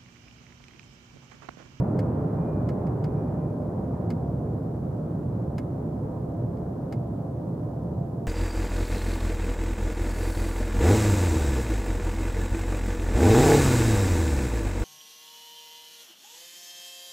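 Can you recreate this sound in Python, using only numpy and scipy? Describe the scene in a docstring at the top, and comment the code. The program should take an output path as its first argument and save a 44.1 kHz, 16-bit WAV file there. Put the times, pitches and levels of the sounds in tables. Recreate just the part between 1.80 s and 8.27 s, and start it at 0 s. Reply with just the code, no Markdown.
"""A small twin jet climbs away, heard from far off beside a camera on a tripod.
From the start the turbulent exhaust roars, wavering in the air; the fans add a faint buzz and whine,
and close by the camera's motor hums in a thin hiss. From 0.2 s to just after 5 s its controls click
now and then, ringing the housing. The whine flares twice in the first two seconds, the buzz fades
and returns around the middle, and by the end the receding roar is weaker and duller."""
import sys
import numpy as np
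from scipy import signal
from scipy.fft import rfft, irfft
from scipy.io import wavfile

SR = 44100
rng = np.random.default_rng(int(sys.argv[2]) if len(sys.argv) > 2 else 0)


def int16_out(signal):
    """Quantize to a 16-bit WAV file."""
    q = np.round(np.clip(np.atleast_2d(signal).T, -1, 1) * 32767)
    wavfile.write(sys.argv[1], SR, q.astype(np.int16))


N = 285327
TIME = np.arange(N) / SR
FREQ = np.maximum(np.fft.rfftfreq(N, 1 / SR), 1)
OPPOSED = np.array([[1], [-1]])  # antiphase between left and right

# exhaust roar: (frequency [Hz], relative spectral density [dB])
ROAR_SPECTRUM = [(20, -47), (42, -13), (55, -19.5), (68, -2.5), (90, -6), (106, 2.5), (165, 1), (200, -5.5),
                 (290, -7.5), (400, -13.5), (540, -17), (760, -22.5), (1300, -36.5), (1850, -49.5),
                 (2550, -62.5), (6000, -85.5)]
# share of the roar scattered by the surroundings: (frequency [Hz], side minus mid level [dB])
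ROAR_SCATTER = [(30, -19), (70, -31), (140, -27), (280, -15), (480, -10), (900, -3), (2500, -5.5)]
# the roar swells or sinks: (centre time [s], duration [s], rumble gain [dB], rush gain [dB])
ROAR_SWELLS = [(-0.013, 0.14, 10, 1.5), (1.733, 0.57, -3.5, -2.5), (2.427, 0.47, 0, -0.5),
               (2.802, 2.4, 0, -2), (3.485, 0.13, 8, -0.5), (4.675, 0.13, 7, -2), (4.948, 0.53, -2.5, 1),
               (6.147, 0.54, 3, 0.5)]
# buzz of the fans' uneven blade shocks:
# (shaft harmonic [number], engine [-1 or 1], level from beside [dB], level from behind [dB])
BUZZ_HARMONICS = [(4, 1, -14, -7.5), (5, -1, -1.5, -8), (6, 1, -6.5, -6.5), (7, -1, -4.5, -4.5),
                  (8, 1, -12.5, -5), (9, 1, -11.5, -12), (10, 1, -25, -20.5), (11, 1, -12.5, -18),
                  (12, 1, -18, -17.5)]
# the buzz fades for a while: (centre time [s], duration [s], gain [dB])
BUZZ_DIPS = [(3.345, 2.8, -5)]
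# the whine flares up: (start time [s], duration [s], gain [dB])
WHINE_BOOSTS = [(.56, .33, 9.5), (1.26, 0.48, 7)]
# hum of the camera's motor: (frequency [Hz], level [dB])
MOTOR_TONES = [(574.3, -51), (587.7, -55.5), (1148.6, -72)]
# microphone hiss: (frequency [Hz], relative spectral density [dB])
HISS_SPECTRUM = [(200, 2), (3000, 2), (5000, 1), (8000, -.3), (12000, -1.3), (15500, -1.3)]
# clicks of the camera's controls: (time [s], level [dB], contact softness [0-1])
CONTROL_CLICKS = [(0.1898, -41.5, .1), (0.8885, -42.5, .4), (1.0675, -51, .6), (1.2411, -43.5, .35),
                  (2.3028, -41.5, .1), (3.7812, -40.5, .05), (4.7697, -59, .4), (5.124, -43, .1)]
# normal modes of the plastic housing: (frequency [Hz], level [dB], 60 dB decay time [s])
HOUSING_MODES = [(1280, -2, .06), (1660, -6, .06), (1830, -8, .06), (2070, -11, .075), (2133, -6, .075),
                 (2182, -10, .08), (2330, -16, .06), (2490, -15, .06), (2600, -14, .06), (2940, -13, .06),
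                 (3350, -17, .06), (3850, -20, .06), (4420, -11, .04), (4790, -16, .04), (4930, -16, .04),
                 (5140, -12, .04), (7140, -24, .06)]
# its dense weaker modes: (frequency [Hz], relative spectral density [dB])
CRACK_SPECTRUM = [(500, -15), (1200, 0), (2100, -8), (3500, -17), (4800, -9), (5800, -16), (7200, -14),
                  (9000, -19), (12000, -19), (15500, -27)]


def undb(db):
    """Amplitude ratio of a level in decibels."""
    return 10 ** (np.asarray(db) / 20)


def unit(x):
    """Normalisation to rms 1."""
    return x / np.sqrt(np.mean(x ** 2))


def colour(points):
    """Spectral envelope: gain interpolated over log frequency from (Hz, dB) points."""
    hz, db = np.transpose(points)
    return undb(np.interp(np.log(FREQ), np.log(hz), db))


def noise(gain):
    """Linear filtering: white noise weighted by a gain at every frequency."""
    return irfft(rfft(rng.standard_normal(N)) * gain, N)


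def walk(rate_hz):
    """Low-pass random fluctuation of rms 1 with a bandwidth of about rate_hz."""
    return unit(noise(np.exp(-(np.fft.rfftfreq(N, 1 / SR) / rate_hz) ** 2)))


def swell(centre, duration):
    """Raised-cosine envelope, from 0 to 1 and back."""
    return np.cos(np.pi * np.clip((TIME - centre) / duration, -.5, .5)) ** 2


def flare(start, duration, edge_s=0.033):
    """Trapezoidal envelope: quick attack, hold, quick release."""
    return np.clip(np.minimum(TIME - start, start + duration - TIME) / edge_s, 0, 1)


def flight(speed_m_s=75, nearest_m=301.2, past_nearest_m=477.4):
    """Spherical spreading along a straight path: gain in dB since the start, and the jet's aspect."""
    along = past_nearest_m + speed_m_s * TIME
    distance = np.hypot(along, nearest_m)
    spreading_db = 20 * np.log10(distance[0] / distance)
    cosine = along / distance
    behind = (cosine - cosine[0]) / (cosine[-1] - cosine[0])  # 0 "beside" at first, 1 "behind" at last
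    return spreading_db, behind


def roar_levels(spreading_db, behind):
    """Directivity: the exhaust throws its lows backwards; rumble and rush also swell on their own."""
    roar_db = np.interp(behind, (0, 1), (-23.5, -25.5)) + spreading_db
    rumble_db = np.interp(behind, (0, 1), (-3.5, -0.7))
    rush_db = np.interp(behind, (0, 1), (2.5, -0.8))
    for centre, duration, deep_db, high_db in ROAR_SWELLS:
        rumble_db += deep_db * swell(centre, duration)
        rush_db += high_db * swell(centre, duration)
    return roar_db, rumble_db, rush_db


def exhaust_roar(roar_db, rumble_db, rush_db, waver_db=0.54, rumble_hz=170, rush_hz=750):
    """Turbulent mixing radiates broadband noise; each half octave wavers on its way through the air."""
    shape = colour(ROAR_SPECTRUM)
    direct = noise(shape)
    scattered = noise(shape * colour(ROAR_SCATTER))
    spectrum = rfft(unit(direct + OPPOSED * scattered))
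    half_octaves = 2 * np.log2(FREQ)
    roar = 0
    for band in range(8, 26):
        hz = 2 ** (band / 2)
        rumble_share = 1 / (1 + (hz / rumble_hz) ** 6)
        rush_share = 1 / (1 + (rush_hz / hz) ** 4)
        db = roar_db + rumble_share * rumble_db + rush_share * rush_db + waver_db * walk(rate_hz=8)
        triangle = np.maximum(1 - abs(half_octaves - band), 0)
        roar += undb(db) * irfft(spectrum * triangle, N)
    return roar


def far_tone(hz, scatter=0.66, fade_hz=6, width=0.36):
    """Multipath interference: a steady tone adds to copies scattered by turbulent air, and wavers."""
    steady = np.exp(2j * np.pi * rng.random())
    scattered = scatter * (walk(fade_hz) + 1j * walk(fade_hz))
    side = width * OPPOSED * walk(fade_hz)
    carrier = np.exp(2j * np.pi * np.cumsum(hz) / SR)
    return unit(np.real((steady + scattered + side) * carrier))


def fan_buzz(shaft_hz, detune_hz, spreading_db, behind, level_db=-41.5):
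    """Uneven blade shocks repeat each turn, giving harmonics of two slightly different shaft rates."""
    dip_db = sum(db * swell(centre, duration) for centre, duration, db in BUZZ_DIPS)
    buzz = 0
    for harmonic, engine, beside_db, behind_db in BUZZ_HARMONICS:
        directivity_db = beside_db + behind * (behind_db - beside_db)
        buzz += undb(directivity_db) * far_tone(harmonic * (shaft_hz + engine * detune_hz))
    return undb(level_db + spreading_db + dip_db) * buzz


def fan_whine(shaft_hz, spreading_db, behind, blades=28, level_db=-80.5, shadow_db=-8):
    """One fan radiates its blade-passing frequency, shadowed from behind; the tone flares twice."""
    flare_db = sum(db * flare(start, duration) for start, duration, db in WHINE_BOOSTS)
    whine = far_tone(blades * shaft_hz, scatter=0.31, fade_hz=17)
    return undb(level_db + spreading_db + shadow_db * behind + flare_db) * whine


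def motor_hum(flutter_hz=0.27):
    """Structure-borne vibration: the camera's motor rocks the two microphone capsules in antiphase."""
    hum = 0
    for hz, db in MOTOR_TONES:
        phase = 2 * np.pi * np.cumsum(hz + flutter_hz * walk(rate_hz=3)) / SR
        hum += undb(db) * unit(np.sin(phase))
    return OPPOSED * hum


def microphone_hiss(level_db=-68.4):
    """Self-noise: each capsule has its own hiss, uncorrelated with the other's."""
    return undb(level_db) * np.array([unit(noise(colour(HISS_SPECTRUM))) for _ in range(2)])


def control_clicks(width=0.36, crack_db=-3.8, crack_t60_s=.065):
    """Impulse response: each snap of a catch excites the same housing modes, with a varying crack."""
    t = TIME[:SR // 5]
    ring = 0
    for hz, db, t60 in HOUSING_MODES:
        phase = width * OPPOSED * rng.standard_normal()
        rise = 1 - np.exp(-t * hz / 2)  # low modes take longer to build up
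        ring += rise * undb(db - 60 * t / t60) * np.sin(2 * np.pi * hz * t + phase)
    shape = colour(CRACK_SPECTRUM)
    dense_modes = unit(noise(shape) + width * OPPOSED * noise(shape))
    clicks = np.zeros((2, N))
    for start, db, softness in CONTROL_CLICKS:
        span = slice(int(start * SR), int(start * SR) + len(t))
        crack = undb(crack_db - 60 * t / crack_t60_s) * dense_modes[:, span]
        snap = signal.lfilter([1 - softness], [1, -softness], ring + crack)  # softer sounds duller
        clicks[:, span] += undb(db) * snap
    return clicks


def scene(right_db=1.1, detune_hz=.21):
    """Superposition of far jet and near camera; all but the clicks are a little stronger on the right."""
    spreading_db, behind = flight()
    shaft_hz = 86.45 - 1.5 * behind  # Doppler drop as the jet turns tail on
    roar = exhaust_roar(*roar_levels(spreading_db, behind))
    buzz = fan_buzz(shaft_hz, detune_hz, spreading_db, behind)
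    whine = fan_whine(shaft_hz + detune_hz, spreading_db, behind)
    balance = undb(-OPPOSED * right_db / 2)
    return balance * (roar + buzz + whine + motor_hum() + microphone_hiss()) + control_clicks()


def record(dry, cutoff_hz=15800):
    """Band limiting: a steep elliptic low-pass removes the highest treble."""
    return signal.sosfilt(signal.ellip(10, .1, 80, cutoff_hz, fs=SR, output="sos"), dry)


dry = scene()
out = record(dry)
int16_out(out)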